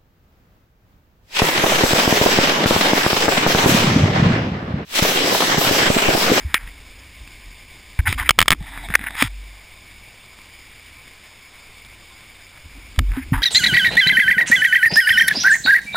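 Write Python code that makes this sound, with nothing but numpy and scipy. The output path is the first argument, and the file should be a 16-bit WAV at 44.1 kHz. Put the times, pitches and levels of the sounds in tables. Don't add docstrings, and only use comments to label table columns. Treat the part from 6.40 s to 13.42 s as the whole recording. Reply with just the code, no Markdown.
import sys
import numpy as np
from scipy import signal
from scipy.fft import rfft, irfft
from scipy.io import wavfile
from scipy.ndimage import uniform_filter1d

SR = 44100
rng = np.random.default_rng(int(sys.argv[2]) if len(sys.argv) > 2 else 0)


def put_to_file(sound):
    columns = np.atleast_2d(sound).T
    safe = np.clip(columns, -1, 1)
    whole_steps = np.round(safe * 32767)
    wavfile.write(sys.argv[1], SR, whole_steps.astype(np.int16))


def invert_db(x):
    u = np.asarray(x, float) / 20
    return 10 ** u


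N = 309582

# start_s, peak_db, struck_mode_hz, contact_s, fall_db_per_octave
KNOCKS = [
    (0.143, -1, 2700, 0.0038, 8),
    (1.892, 14.5, 3050, 0.0018, 1),
    (1.989, 10.5, 3050, 0.0041, -1.5),
    (2.081, 4.5, 3180, 0.0044, 0),
    (2.54, -11, 1970, 0.0011, 48),
    (2.553, 3.5, 1894, 0.004, 22),
    (2.8237, -1.5, 2260, 0.0034, 3.5),
    (6.59, -9.5, 3300, 0.0042, -1),
]
# start_s, peak_db, contact_s
LATCH_BOUNCES = [(1.908, 10, 0.0011), (1.982, -24, 0.0023), (2.0048, 5.5, 0.00031), (2.0157, 10, 0.00099),
                 (2.0269, 4, 0.0002), (2.058, -23, 0.0036), (2.1058, 10.5, 0.00041), (2.1186, 6, 0.00037),
                 (2.1254, 2.5, 0.00053), (2.1304, -3, 0.00037), (2.135, -10.5, 0.00025),
                 (2.1477, -28, 0.00076)]
# start_s, peak_db, struck_mode_hz, fall_db_per_octave
TICKS = [(0.276, -28, 2270, 37), (0.876, -33.5, 2460, 20), (1.591, -22.5, 1960, 4), (1.727, -11, 2220, 4),
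         (2.226, -33, 2020, -6), (2.376, -24, 1800, 27), (2.487, -25, 2090, 12), (2.503, -22.5, 1640, 11),
         (2.593, -19.5, 2130, 23), (2.613, -24, 2100, 22), (2.64, -18.5, 1860, 13), (2.707, -25.5, 1500, 2),
         (2.753, -23, 1940, 8), (3.989, -37.5, 2210, 0), (4.396, -47, 2270, 12), (4.679, -37, 2300, 3),
         (5.449, -38.5, 3500, 11), (6.175, -40, 2250, 15), (6.561, -33, 3600, 2), (6.718, -26, 2000, 12),
         (6.737, -29.5, 2000, 13.5), (6.768, -26, 1490, 10)]
# pitch_hz, level_db, t60_s
CASE_MODES = [(784, -24.5, 0.029), (1325, -0.5, 0.014), (1800, 1.5, 0.012), (2134, 6, 0.0087),
              (3180, 2, 0.016), (3460, -8.5, 0.015), (4955, 3, 0.0091), (5410, -9.5, 0.0062)]
# pitch_hz, wander_share, calm_level_db, gain_db_per_db_of_unrest
SWING_MODES = [
    (47.3, 0.18, -54.5, 1.1632),
    (89.5, 0.17, -54.5, 0.48),
    (270, 0.16, -71.5, 1.3073),
]
# time_s, sway_db
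TREMOR = [(0, -39.5), (.5, -45), (1.45, -47.5), (1.7, -33), (2.3, -36), (2.7, -34.5), (2.9, -53),
          (3.3, -53), (3.62, -49), (3.75, -56), (4.5, -50.5), (5.1, -60), (5.53, -48.5), (5.62, -54),
          (6.15, -54), (6.55, -40), (6.75, -40), (7.02, -28)]
# peak_s, level_db, sharpness (0 sway, 1 wobble, 2 hum), fade_s
JERKS = [(0.0, -44, 1.95, 0.064), (.105, -27, 0.4, .03), (.25, -24.5, 0.13, 0.17), (.82, -27.5, .05, 0.051),
         (1.08, -29.5, 0.21, 0.13), (1.61, -6.5, 0.2, 0.046), (1.691, -9, 0.85, 0.061),
         (1.761, -13, .1, 0.037), (1.82, -12.5, 0.47, 0.051), (1.922, -32, .05, .05), (1.99, -16, 1.1, .04),
         (2.07, -30, 1.4, 0.033), (2.13, -20.5, 1.97, 0.038), (2.206, -14.5, 0.21, 0.084),
         (2.5, -17.5, 0.76, 0.024), (2.61, -23.5, 1.96, 0.023), (2.848, -14.5, 0.79, 0.047),
         (6.26, -28, 0.76, 0.043), (6.37, -34, .05, 0.18), (6.371, -40, 1.95, 0.058), (6.6, -4, 0.65, .04),
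         (6.592, -15, 1.95, 0.053), (6.689, -22, 0.77, 0.045), (6.709, -10, 0.26, 0.089),
         (6.79, -30, 2.2, 0.055), (6.925, -6, 1.0, 0.063), (6.93, -21, 1.8, 0.075), (2.835, -18, .5, .04),
         (6.98, -13, .05, 0.096)]
# start_s, level_db, pitch_hz, t60_s, sign
SHOVES = [(2.846, -31, 48, .62, 1), (.0485, -20.5, 70, .085, 1), (6.6075, -17, 47, .3, 1),
          (1.5905, -6, 68, .05, 1), (6.581, -8, 68, .055, -1), (6.9205, -9, 140, .028, 1),
          (2.209, -22, 150, .025, 1), (2.500, -24, 170, .025, 1), (2.823, -15, 265, .033, 1),
          (2.8242, -19, 480, .007, -1), (6.772, -22, 262, .07, 1), (6.922, -21, 262, .09, 1)]
# start_s, length_s, level_db, centre_hz, spread_to_other_walls_db
SCRAPES = [(0, 0.036, -40.5, 1930, 1.5), (.143, 0.039, -14, 2100, -7.5), (.183, 0.066, -39.5, 1880, 1),
           (1.588, 0.021, -21, 1800, -6.5), (1.674, 0.076, -24, 2170, 4.5), (1.776, 0.062, -20.5, 1890, 2),
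           (2.31, 0.14, -35, 1880, 1), (2.541, 0.0096, -14, 1870, -16), (2.556, 0.018, -29, 1900, -16),
           (2.663, .026, -14.5, 1840, -19), (2.826, 0.057, -23.5, 2140, 6),
           (6.929, 0.04, -17.5, 1750, -0.5), (6.963, 0.089, -32.5, 1790, 3.5)]
CREEPS = [(1.654, 0.031, -11.5, 1840, -4.5), (1.83, 0.054, -27.5, 2000, -4), (.03, 0.11, -42, 1960, -0.5),
          (.2, .1, -42, 2040, 0.5), (2.2, .11, -37, 2040, 3), (2.49, 0.046, -33, 1780, -7),
          (2.57, 0.1, -30, 1960, -2), (2.69, 0.11, -34, 1970, -4), (2.765, 0.067, -19.5, 2090, 5.5),
          (6.69, 0.11, -36, 1870, 1), (6.79, 0.053, -35.5, 2000, -7)]
# hold_start_share, hold_end_share (of the length), start_db, end_db
SCRAPE_SHAPE = (0.25, 0, -11, -12.5)
CREEP_SHAPE = (0.72, 0.7, -17.5, -7)
# pitch_hz, width_hz, level_db, tilt_db_per_octave above GRIP_HZ
RUBBED_WALLS = [(1105, 594, -5.5, -41), (3460, 800, -13, 30), (5090, 720, -20, 30)]
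# start_s, end_s
PALM_SPANS = [
    (1.915, 1.985),
    (2.19, 2.79),
]
PALM_DB = [-60, -49]
# pitch_hz, width_hz, level_db
PALM_WALLS = [(804, 285, 0), (3620, 540, 0.5), (2000, 580, 2)]
# pitch_hz, level_db_per_hz
ROAR_COLOUR = [(20, 7), (60, -14), (150, -6.5), (500, -10.5), (1000, -10.5), (1400, -10.5), (2800, -7.5),
               (4200, -16.5), (5200, -10), (5600, -17), (6000, -16.5)]
# pitch_hz, width_hz, level_db
SHELL = [(2260, 330, 11.63), (1790, 1200, 0.44), (3580, 390, 7.6), (4880, 960, 4.55), (1038, 27, 7.3)]
# time_s, level_db, depth of a dip near 1400 Hz (0-1)
ROAR_COURSE = [(0.0, -45.5, 0.1), (0.53, -45.5, 0.16), (1.04, -45.5, 0.97), (1.62, -45, 0.35),
               (3.09, -45.5, 0.35), (5.77, -45.5, 0.04), (7.02, -46, 0.1)]

HOLD_HZ = 12000
CALM_DB = -54
JERK_SPAN_DB, JERK_RISE, OFF_MODE_DB = 26.5, 0.78, 19
KNOCK_PUSH_DB = -56
LATCH_HZ, LATCH_DB_PER_OCTAVE, LATCH_FALL_DB = 2240, 29, 3
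LATCH_PUSH_DB, LATCH_PUSH_SLOPE = -8, 0.35
TICK_CONTACT_S, TICK_PUSH_DB = 0.0021, -3
GRIP_HZ = 1950
PALM_EASE_S = 0.028


def knocks():
    rows = contacts()
    out = np.zeros(N)
    t = np.arange(1500) / SR
    modes = len(CASE_MODES) + 1
    cluster = np.repeat([-1, 0, 1], modes) + rng.uniform(-.45, .45, 3 * modes)
    detune = np.exp(.045 * cluster)[:, None]
    noises = rng.standard_normal((len(rows), len(t)))
    for (s, db, hz, contact_s, fall_db, push_db), noise in zip(rows, noises):
        contact_s = max(contact_s, 2e-4)
        touch = np.exp(-(t / contact_s) ** 3) + .15 * np.exp(-t / .002)
        clatter = noise * touch
        for _ in range(4):
            z = rfft(clatter)
            clatter = irfft(z / uniform_filter1d(abs(z), size=5), len(t))
            clatter *= touch / np.sqrt(uniform_filter1d(clatter ** 2, size=30) + 1e-9) ** .5
        clatter[0] += .001 / contact_s * np.linalg.norm(clatter)
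        struck = 3 * (CASE_MODES + [(hz, 0.5, .011)])
        f, mode_db, t60 = np.array(struck)[:, :, None].transpose(1, 0, 2)
        ring_db = mode_db - fall_db * abs(np.log2(f / hz)) - 60 * t / t60
        ring = (invert_db(ring_db) * np.sin(2 * np.pi * f * detune * t)).sum(0)
        ring *= 1 - np.exp(-t / 1.6e-4)
        sound = signal.fftconvolve(clatter, ring)[:len(t)]
        wall_push = 2.06 * t / 0.0016 * np.exp(-t / 0.00089)
        sound = sound / abs(sound).max() + invert_db(push_db) * wall_push
        add(out, s - .0004, invert_db(db + 4.5) * sound)
    return out


def contacts():
    rows = [(*row, KNOCK_PUSH_DB) for row in KNOCKS]
    for s, db, contact_s in LATCH_BOUNCES:
        hz = LATCH_HZ * 2 ** (db / LATCH_DB_PER_OCTAVE)
        push_db = LATCH_PUSH_DB - LATCH_PUSH_SLOPE * db
        rows.append((s, db, hz, contact_s, LATCH_FALL_DB, push_db))
    for s, db, hz, fall_db in TICKS:
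        rows.append((s, db, hz, TICK_CONTACT_S, fall_db, TICK_PUSH_DB))
    return rows


def shake():
    now = np.arange(N) / SR
    out = np.zeros(N)
    step = now[::64, None]
    s, db, sharp, fade = np.transpose(JERKS)
    jerk_db = db - JERK_SPAN_DB * np.maximum(step - s, (s - step) / JERK_RISE) / fade
    unrest_db = np.interp(step[:, 0], *np.transpose(TREMOR)) - CALM_DB
    levels_db = []
    for k, (_, _, calm_db, gain) in enumerate(SWING_MODES):
        jerked_db = (jerk_db - OFF_MODE_DB * abs(sharp - k)).max(1)
        mode_db = np.maximum(calm_db + gain * unrest_db, jerked_db)
        levels_db.append(np.interp(now, step[:, 0], mode_db))
    for (hz, wander, _, _), level_db in zip(SWING_MODES, levels_db):
        pitch = hz * np.exp(wander * drift(0.3615 * hz))
        swing = np.sin(2 * np.pi * np.cumsum(pitch) / SR)
        out += np.sqrt(2) * swing * invert_db(level_db + 1.76 * drift(0.69 * hz) - 4.0)
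    creak_db = (levels_db[1] + levels_db[2]) / 2 - 12.5
    creak = resonate(resonate(rng.standard_normal(N), 157, 107), 145, 250)
    out += invert_db(creak_db) * evened(creak)
    t = np.arange(SR // 2) / SR
    for s, db, hz, t60, sign in SHOVES:
        if db > -12:
            out *= np.interp(now - s, [-.05, -.025, .014, .028], [1, .15, .12, 1])
        thump = np.sin(2 * np.pi * hz * t) * (1 - np.exp(-t * hz * 4))
        add(out, s, 1.5 * sign * invert_db(db - 60 * (t / t60) ** 2) * thump)
    return out


def strokes():
    out = np.zeros(N)
    grit = np.pad(rng.standard_normal(N) * invert_db(1.2 * drift(200)), (0, 900))
    no_bass = signal.butter(5, 850, "high", fs=SR, output="sos")
    for rows, shape in ((SCRAPES, SCRAPE_SHAPE), (CREEPS, CREEP_SHAPE)):
        hold_start, hold_end, start_db, end_db = shape
        for s, length_s, db, hz, spread_db in rows:
            slips = grit[round(s * SR):][:round(length_s * SR)]
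            share = np.linspace(0, 1, len(slips))
            level_db = db + np.interp(share, [0, hold_start, hold_end, 1], [start_db, 0, 0, end_db])
            rub = evened(band(slips, hz, 1310) + band(slips, hz, 670))
            for f, width_hz, wall_db, tilt_db in RUBBED_WALLS:
                wall_db = wall_db + spread_db + tilt_db * np.log2(hz / GRIP_HZ)
                rub += invert_db(wall_db) * band(slips, f, width_hz)
            rub = signal.sosfilt(no_bass, rub)
            fade = signal.windows.tukey(len(slips), min(1, 200 / len(slips)))
            add(out, s, invert_db(level_db) * rub * fade)
    return out


def palm():
    out = np.zeros(N)
    for (start, end), db in zip(PALM_SPANS, PALM_DB):
        slips = rng.standard_normal(round((end - start) * SR))
        rub = sum(invert_db(wall_db) * band(slips, f, width_hz) for f, width_hz, wall_db in PALM_WALLS)
        fade = signal.windows.tukey(len(rub), min(1, 2 * PALM_EASE_S / (end - start)))
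        add(out, start, invert_db(db) * rub * fade)
    return out * invert_db(3.7 * drift(31))


def flood_roar():
    frames = N // 128 + 5
    a, b, patches = rng.standard_normal((frames, 257, 3)).T
    patches = evened(uniform_filter1d(uniform_filter1d(patches, 6, 0), 20, 1))
    flicker = evened(uniform_filter1d(rng.standard_normal(frames), 8))
    spectra = (a + 1j * b) * invert_db(patches + 0.5 * flicker)
    water = signal.istft(spectra, nperseg=512, noverlap=384)[1][:N]
    splashes = invert_db(8.6 * np.minimum(rng.exponential(1, N), 5))
    splashes *= rng.random(N) < 300 / SR
    splashes *= rng.choice([-1, 1], N)
    water = evened(water) + invert_db(-20.5) * evened(splashes)
    hz = np.fft.rfftfreq(N, 1 / SR)
    colour_db = read(ROAR_COLOUR, hz)
    for f, width_hz, db in SHELL:
        colour_db += db / (1 + (2 * (hz - f) / width_hz) ** 2)
    s, *columns = np.transpose(ROAR_COURSE)
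    level_db, dip = (np.interp(np.arange(N) / SR, s, c) for c in columns)
    water -= np.clip(dip, 0, 1) * resonate(water, 1360, 205)
    return evened(irfft(rfft(water) * invert_db(colour_db), N)) * invert_db(level_db + 0.62)


def read(points, hz):
    f, value = np.transpose(points)
    return np.interp(np.log(hz + 1), np.log(f + 1), value)


def evened(x):
    return x / np.sqrt(np.mean(x ** 2) + 1e-20)


def add(mix, s, sound):
    part = mix[round(s * SR):][:len(sound)]
    part += sound[:len(part)]


def drift(top_hz):
    z = rfft(rng.standard_normal(N))
    return evened(irfft(z * np.exp(-(np.fft.rfftfreq(N, 1 / SR) / top_hz) ** 2), N))


def resonate(x, hz, width_hz):
    turn = np.exp(2j * np.pi * np.cumsum(hz * np.ones(len(x))) / SR)
    r = np.exp(-np.pi * width_hz / SR)
    return 2 * (turn * signal.lfilter([1 - r], [1, -r], x / turn)).real


def band(x, hz, width_hz):
    turn = np.exp(2j * np.pi * np.cumsum(hz * np.ones(len(x))) / SR)
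    low = signal.butter(3, width_hz / 2, fs=SR, output="sos")
    return evened((turn * signal.sosfilt(low, x / turn)).real)


def scene():
    mono = flood_roar() + shake() + knocks() + strokes() + palm()
    return np.tile(mono, (2, 1))


def low_pass(x):
    return signal.sosfilt(signal.butter(12, 16390, fs=SR, output="sos"), x)


def record(dry):
    power_db = 10 * np.log10(abs(uniform_filter1d(dry[0] ** 2, 200)) + 1e-12)
    fall = np.arange(N) * 60. / SR
    late_db = np.roll(np.maximum.accumulate(power_db + fall) - fall, 300)
    duck_db = 0.34 * uniform_filter1d(np.maximum(late_db + 17.5, 0), 150)
    x = np.clip(dry[0] / invert_db(duck_db), -1.02, 1.02)
    x = signal.oaconvolve(x, signal.firwin(101, 5800, window=("kaiser", 6), fs=SR), "same")
    hz = np.fft.rfftfreq(N, 1 / SR)
    sampled = x * (1 + 2 * np.cos(2 * np.pi * HOLD_HZ * np.arange(N) / SR))
    output_db = np.interp(hz, [6000, 15150, 15400, 18000], [1.0, 2.5, -21, -30])
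    held = irfft(rfft(sampled) * np.sinc(hz / HOLD_HZ) * invert_db(output_db), N)
    top = irfft(rfft(held) * (hz > 15330), N)
    held -= top * (1 - np.clip(uniform_filter1d(abs(held), size=800) / .06 - .5, 0, 1))
    loudness = np.clip(uniform_filter1d(abs(held), 400) / 0.5, 0, 1)
    side = invert_db(-26.0) * held * drift(230) * loudness
    mix = np.clip([held + side, held - side], -1, 1)
    return low_pass(mix)


dry = scene()
out = record(dry)
put_to_file(out)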